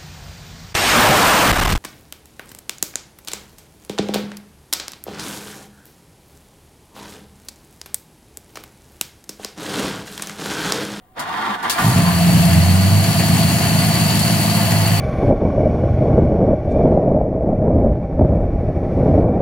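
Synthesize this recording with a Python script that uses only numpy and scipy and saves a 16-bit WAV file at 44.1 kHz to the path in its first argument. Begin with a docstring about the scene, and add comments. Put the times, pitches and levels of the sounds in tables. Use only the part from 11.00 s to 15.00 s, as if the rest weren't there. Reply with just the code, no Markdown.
"""A V8 engine starts under its open hood and settles into a lumpy fast idle, heard from beside the fender.
First the starter's gears whine through two compressions, then the engine catches with a sharp spit.
Uneven puffs of gas make the exhaust pipes boom, the intake throbs once a turn, the valves clatter,
air whistles past the throttle and the fan and belts hiss. The hood and panels scatter the whine,
clatter and hiss, over a faint outdoor background."""
import sys
import numpy as np
from scipy import signal
from scipy.fft import rfft, irfft
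from scipy.io import wavfile
from scipy.ndimage import map_coordinates

SR = 44100
rng = np.random.default_rng(int(sys.argv[2]) if len(sys.argv) > 2 else 0)


def persist_wave(psi):
    """Save psi, clipped to +-1, as 16-bit WAV."""
    counts = np.round(np.clip(psi, -1, 1) * 32767).astype(np.int16)
    wavfile.write(sys.argv[1], SR, np.atleast_2d(counts).T)


N = 176400
T = np.arange(N) / SR
HZ = np.maximum(np.arange(N + 1) * SR / (2 * N), 1e-3)  # the frequencies a filter acts on

# how fast the engine turns (time [s], speed [rpm])
ENGINE_SPEED = [(.8, 666), (1, 658), (1.2, 650), (1.4, 645), (1.6, 664), (1.8, 708), (2, 754), (2.2, 790),
                (2.5, 795), (2.8, 791), (3.1, 785), (3.4, 787), (3.7, 779), (4, 751)]
# the eight exhaust puffs of a two-turn cycle (level [dB], lateness [ms])
CYLINDER_PUFFS = [(6, 2.87), (4.3, 5.6), (4.5, 5.1), (2.5, 2.4), (5, 5.4), (4.8, 3.27), (5.4, 3.81),
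                  (2.5, 1.85)]
# notes the exhaust pipes ring at (pitch [Hz], width [Hz], level [dB])
PIPE_NOTES = [(87, 6.9, -2), (117, 8.2, -0.9), (132.1, 5.1, -4.5), (152.3, 10.8, 0.7), (169.4, 22.6, 1),
              (210.8, 51, -2.5), (226.8, 47.6, -3.5), (308, 9.2, -19)]
# tone of a puff's dull thump (frequency [Hz], level [dB])
THUMP_TONE = [(15, -54), (45, -13), (70, -28), (100, 3), (180, -1.5), (260, -13.5), (400, -29.5),
              (1000, -45), (8000, -108)]
# strength of the exhaust's boom (time [s], level [dB])
BOOM_LEVEL = [(.8, -42), (.85, -21), (.95, -24), (1.03, -20), (1.15, -22.5), (1.35, -14), (1.7, -19.5),
              (2.05, -18.5), (2.3, -15.5), (3, -17), (3.5, -18), (4, -20.5)]
# drones at 2 and 4 times the firing rate (time [s], lower drone [dB], upper drone [dB])
DRONE_LEVELS = [(.8, -60, -62), (.93, -33, -19), (1, -27, -19), (1.06, -37, -14.5), (1.15, -19.5, -18.5),
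                (1.3, -33, -14), (1.45, -19, -14), (1.6, -13.5, -20.5), (1.8, -16, -17), (1.98, -14, -31),
                (2.1, -29, -36), (2.4, -56, -35), (3.6, -27.5, -23.5), (3.8, -20, -43), (4, -19.5, -40)]
# the first hard firings (time [s], peak level [dB])
FIRST_PUNCHES = [(.820, -14), (0.844, -8), (0.863, -5.5), (0.881, -7), (.897, -5), (0.92, -7), (0.961, -5),
                 (0.974, -10), (0.989, -4.5), (1.002, -8)]
# speed and strength of the starter's gears (time [s], tooth rate [Hz], level [dB])
STARTER_RUN = [(.14, 59.6, -58), (.155, 98.3, -49), (.172, 121, -30.5), (.2, 160, -23), (.245, 165, -28),
               (.3, 180, -24), (.36, 206, -23.5), (.42, 228, -22.5), (.5, 206, -21.5), (.55, 186, -22.5),
               (.572, 176, -29.5), (.623, 170, -29.5), (.634, 210, -23), (.66, 250, -20.5),
               (.72, 270, -26.5), (.765, 275, -24), (.788, 288, -17.5), (.86, 299.2, -24),
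               (1.03, 261.9, -28), (1.1, 252, -23.5), (1.17, 235.5, -31), (1.45, 168.4, -33.5)]
# the starter's hum (time [s], level [dB])
HUM_LEVEL = [(.4, -80), (.47, -65), (.505, -27), (.54, -47), (.6, -80)]
# tone of the gear teeth (frequency [Hz], level [dB])
GEAR_TONE = [(35, -30), (90, -6), (150, -8), (210, -2.5), (310, -5.5), (560, -12), (700, -1.5), (790, -1),
             (915, 1), (1190, 2.5), (1450, -7), (1620, -5), (1850, -5), (2400, -12.5), (4200, -17),
             (5800, -29), (15000, -33)]
# bands of gear whirr (pitch [times the tooth rate], level [dB])
WHIRR_BANDS = [(4, -10.5), (5, -12), (6.3, -12.5), (8.6, -13)]
# sharp spits (time [s], level [dB], fade time [s])
SPIT_BURSTS = [(0.194, -26.5, 0.02), (0.628, -34.5, 0.028), (0.697, -14.5, 0.028)]
# tone of a spit (frequency [Hz], level [dB])
SPIT_TONE = [(1200, -2), (2500, -3), (4500, 4.5), (6000, -2.5), (10500, -1), (15500, -7)]
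# the running engine (time [s], clatter and intake [dB], ringing and whistle [dB], hiss [dB])
RUNNING_LEVELS = [(.72, -43, -60, -66), (.79, -26, -38, -31), (.86, -26.5, -39, -25.5),
                  (1.02, -25, -32.5, -29.5), (1.4, -23, -31, -26.5), (1.85, -25.5, -32, -28.5),
                  (2.2, -23.5, -30.5, -26.5), (2.9, -23, -29.5, -26), (3.3, -23.5, -30.5, -25),
                  (4, -23, -30.5, -29.5)]
# tone of the valve clatter (frequency [Hz], level [dB])
CLATTER_TONE = [(25, -11), (60, -3), (300, 5), (450, -5), (850, -0.5), (1000, -4.5), (1300, -9),
                (2200, -6.5), (3100, -9), (3700, -21.5), (4700, -26), (5200, -21.5), (16000, -16.5)]
# notes the metal parts ring at (pitch [Hz], width [Hz], level [dB])
METAL_NOTES = [(1680, 9.2, -5.5), (2035, 14, -7), (2640, 6.4, -7), (2995, 11, -25)]
# notes the air intake rings at (pitch [Hz], width [Hz], level [dB])
INTAKE_NOTES = [(539, 15, -20), (668.3, 33, 1.5), (697, 52, 1.5), (731, 160, -8)]
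# tone of the fan and belts (frequency [Hz], level [dB])
HISS_TONE = [(1500, -26), (4000, 0.5), (4700, -3), (4980, -6.5), (5300, -2), (6100, -7.5), (7200, -3),
             (8200, -8.5), (9200, -1.5), (10000, -4.5), (11800, 0), (14000, -12), (15600, -17)]
# tone of air passing the throttle (frequency [Hz], level [dB])
WHISTLE_TONE = [(3500, -30), (3950, -15.5), (4290, 4), (4380, -14), (4470, 6), (4590, 2.5), (4670, 1),
                (4750, 3), (4900, -33), (5400, -42)]
# tone of the outdoor background (frequency [Hz], level [dB])
YARD_TONE = [(30, 6), (135, 4.5), (420, -5), (660, -8), (750, 13), (850, -41), (2000, -26), (6000, -32),
             (15000, -13)]
# how much louder the left side is than the right (frequency [Hz], left minus right [dB])
SIDE_BALANCE = [(90, -1.5), (200, 0), (700, 1), (1100, -2), (2200, -2), (3200, 11), (4500, -7), (6500, 11),
                (9000, 8.5), (12500, 2)]


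def exhaust(turns, catch_s=.77, jitter_s=.00045, uneven_db=3.6):
    """Four uneven puffs of gas a turn thump and ring the pipes, while two low notes drone."""
    times = crossings(4 * turns)
    db, late_ms = np.array(CYLINDER_PUFFS)[np.arange(len(times)) % len(CYLINDER_PUFFS)].T
    time_luck, size_luck = rng.standard_normal((len(times), 2)).T
    sizes = amp(db + uneven_db * np.tanh(size_luck)) * (times > catch_s)
    puffs = clicks(times + late_ms / 1000 + jitter_s * time_luck, sizes)
    pipes = highpass(ring(puffs, PIPE_NOTES), 82.6, order=6)
    thumps = amp(-16) * colour(puffs, THUMP_TONE)
    boom = (pipes + thumps) * amp(curve(BOOM_LEVEL)[0])
    firing_angle = 2 * np.pi * 4 * turns
    lower_db, upper_db = curve(DRONE_LEVELS)
    drone = amp(lower_db) * np.cos(2 * firing_angle) + amp(upper_db) * np.cos(4 * firing_angle)
    sound = boom + np.sqrt(2) * drone * (T > catch_s)
    width = amp(-14) * filtered(sound, 1j)  # a copy shifted a quarter wave spreads the sound out
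    return np.array([sound + width, sound - width])


def first_firings():
    """Single dull punches leave the exhaust as the engine catches."""
    times, db = np.array(FIRST_PUNCHES).T
    thump = colour(signal.unit_impulse(N), THUMP_TONE)
    return filtered(clicks(times, amp(db)), rfft(thump / np.abs(thump).max(), 2 * N))


def starter(tooth_count=9, wear_s=.000338, jitter_s=.00015):
    """A small worn gear knocks and scrapes on a big one, slows on each compression, then spins down."""
    tooth_hz, db = curve(STARTER_RUN)
    teeth_passed = np.cumsum(tooth_hz) / SR
    times = crossings(teeth_passed)
    time_wear, size_wear = repeating_luck(tooth_count, len(times))
    times = times + wear_s * time_wear + jitter_s * rng.standard_normal(len(times))
    knocks = unit(clicks(times, 1 + .36 * size_wear))
    knocks = filtered(knocks, np.exp(-4.5j * np.sqrt(HZ)))  # the housing spreads each knock in time
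    scrape = unit(np.exp(-(teeth_passed % 1)) * stereo_noise(0))
    whine = colour(knocks + amp(1) * scrape, GEAR_TONE)
    gears = engine_bay(whine + gear_whirr(teeth_passed), echo_db=-1, fade_s=.016)
    hum = np.sqrt(2) * np.sin(2 * np.pi * teeth_passed) * amp(curve(HUM_LEVEL)[0])
    return hum + gears * amp(db)


def gear_whirr(teeth_passed, width_hz=43):
    """Rough bands of noise rise and fall in pitch with the starter's speed."""
    angle = 2 * np.pi * teeth_passed
    return sum(amp(db) * (wander(width_hz) * np.cos(k * angle) + wander(width_hz) * np.sin(k * angle))
               for k, db in WHIRR_BANDS)


def spits():
    """Bright bursts jump out and fade fast as the starter engages and the engine catches."""
    loudness = sum(amp(db) * (T > at) * np.exp(-np.abs(T - at) / fade) for at, db, fade in SPIT_BURSTS)
    return colour(stereo_noise(6.7), SPIT_TONE) * loudness


def machinery(turns):
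    """The valves, intake, throttle and fan all join in as the engine comes to life."""
    clatter_db, ringing_db, hiss_db = curve(RUNNING_LEVELS)
    clatter, ringing = valves(turns)
    sound = (ringing + throttle_whistle(turns)) * amp(ringing_db)
    sound += (clatter + intake(turns)) * amp(clatter_db)
    sound += fan_and_belts(turns) * amp(hiss_db)
    return sound * (T > RUNNING_LEVELS[0][0])


def valves(turns):
    """Sixteen valves tap away; gives their clatter and the ringing they set off in the metal."""
    rattle = taps(turns, count=16, uneven_db=2.5, fade_s=.0054) + amp(-4) * rng.standard_normal(N)
    rattle = rattle + amp(3.5) * highpass(rng.standard_normal((2, N)), 1270, order=2)
    clatter = engine_bay(colour(rattle, CLATTER_TONE), echo_db=-7.5, fade_s=.034)
    return clatter, amp(-9.5) * ring(rattle, METAL_NOTES)


def intake(turns, gulp_at_turn=.27, swell_at_turn=.34):
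    """A gulp and a swell of rushing air, each once a turn, make the intake ring and throb."""
    gulps = unit(clicks(crossings(turns - gulp_at_turn), 1))
    draught = stereo_noise(-11) * (1 + .21 * np.cos(2 * np.pi * (turns - swell_at_turn)))
    return amp(-4.5) * ring(amp(-10.5) * gulps + draught, INTAKE_NOTES)


def fan_and_belts(turns):
    """The fan and belts hiss, with fine ticks that keep pace with the engine."""
    air = stereo_noise(7.4) + amp(1.5) * taps(turns, count=32, uneven_db=2.5, fade_s=.00055)
    return engine_bay(colour(air, HISS_TONE), echo_db=4, fade_s=.015)


def throttle_whistle(turns, waver_hz=12.5, waver_s=.00013):
    """Air whistles past the throttle, fluttering as the cylinders breathe in and wavering in pitch."""
    air = stereo_noise(-8.5) + taps(turns, count=8, uneven_db=3.5, fade_s=.018)
    read_at = (T + waver_s * wander(waver_hz)) * SR  # a drifting delay bends the pitch
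    return np.array([map_coordinates(ear, [read_at], mode="mirror") for ear in colour(air, WHISTLE_TONE)])


def engine_bay(x, echo_db, fade_s):
    """The hood and panels add a blur of quick echoes, different at each ear."""
    tail = rng.standard_normal((2, N)) * np.exp(-T / fade_s)
    tail /= np.sqrt(np.sum(tail ** 2, axis=1, keepdims=True))
    tail = highpass(tail, 650, order=2)
    return unit(x + amp(echo_db) * filtered(x, rfft(tail, 2 * N)))


def yard():
    """A faint, steady rush of outdoor noise."""
    return amp(-52.5) * colour(rng.standard_normal(N) + .32 * rng.standard_normal((2, N)), YARD_TONE)


def taps(turns, count, uneven_db, fade_s):
    """Short rasps of noise, count of them every two turns, each with its own timing and strength."""
    times = crossings(turns * count / 2)
    time_luck, size_luck = repeating_luck(count, len(times))
    sizes = amp(uneven_db * size_luck + 1.2 * rng.standard_normal(len(times)))
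    hits = clicks(times + .0015 * time_luck, sizes)
    power = np.maximum(filtered(hits ** 2, rfft(np.exp(-T / fade_s), 2 * N)), 0)
    return unit(np.sqrt(power) * rng.standard_normal(N))


def repeating_luck(period, length):
    """Two rows of random numbers that repeat after period steps."""
    return rng.standard_normal((period, 2))[np.arange(length) % period].T


def stereo_noise(apart_db):
    """Noise both ears share, plus each ear's own noise at apart_db."""
    return unit(rng.standard_normal(N) + amp(apart_db) * rng.standard_normal((2, N)))


def wander(hz):
    """A smooth random drift, with up to about hz wiggles a second."""
    return unit(filtered(rng.standard_normal(N), np.exp(-(HZ / hz) ** 2)))


def crossings(count):
    """Times at which a rising count passes a whole number."""
    return np.interp(np.arange(int(count[-1]) + 1), count, T)


def clicks(times, sizes):
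    """Clicks at the given times, each shared between two samples."""
    whole, part = np.divmod(np.clip(times * SR, 0, N), 1)
    whole = whole.astype(int)
    before = np.bincount(whole, sizes * (1 - part), N + 2)
    after = np.bincount(whole + 1, sizes * part, N + 2)
    return (before + after)[:N]


def ring(x, notes):
    """Let a sound ring at a set of notes; the result has strength 1."""
    response = sum((-1) ** k * amp(db) / (1 + 1j * (HZ ** 2 - pitch ** 2) / (HZ * width))
                   for k, (pitch, width, db) in enumerate(notes))
    return unit(filtered(x, response))


def colour(x, tone):
    """Shape a sound's lows and highs with a tone table; the result has strength 1."""
    hz, db = np.array(tone, float).T
    cepstrum = irfft(np.log(amp(np.interp(np.log(HZ), np.log(hz), db))))
    cepstrum[1:N] *= 2  # using only this half, doubled, makes the filter ring after a hit, not before
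    return unit(filtered(x, np.exp(rfft(cepstrum[:N], 2 * N))))


def highpass(x, hz, order):
    """Turn down everything below hz."""
    return signal.sosfilt(signal.butter(order, hz, "high", fs=SR, output="sos"), x)


def filtered(x, response):
    """Scale and shift each frequency of a sound by the given response."""
    return irfft(rfft(x, 2 * N) * response)[..., :N]


def curve(table):
    """Each column of a timed table, joined by straight lines."""
    times, *columns = np.array(table, float).T
    return [np.interp(T, times, column) for column in columns]


def unit(x):
    """Scale to an average strength (rms) of 1."""
    return x / np.sqrt(np.mean(x ** 2))


def amp(db):
    """Turn decibels into a multiplier."""
    return 10 ** (np.asarray(db) / 20)


def scene():
    """Add up all the sounds; one count of engine turns keeps the exhaust and machinery in step."""
    turns = np.cumsum(curve(ENGINE_SPEED)[0]) / 60 / SR
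    return first_firings() + exhaust(turns) + machinery(turns) + starter() + spits() + yard()


def record(dry, right_delay_s=.00004, top_hz=15850):
    """Each side has its own tone, the right hears a little later, and the highest treble is cut off."""
    hz, db = np.array(SIDE_BALANCE).T
    lean_db = np.interp(np.log(HZ), np.log(hz), db) / 2
    delay = np.exp(-2j * np.pi * HZ * right_delay_s)
    heard = filtered(dry, np.array([amp(lean_db), amp(-lean_db) * delay]))
    return signal.sosfilt(signal.ellip(12, .1, 80, top_hz, fs=SR, output="sos"), heard)


dry = scene()
out = record(dry)
persist_wave(out)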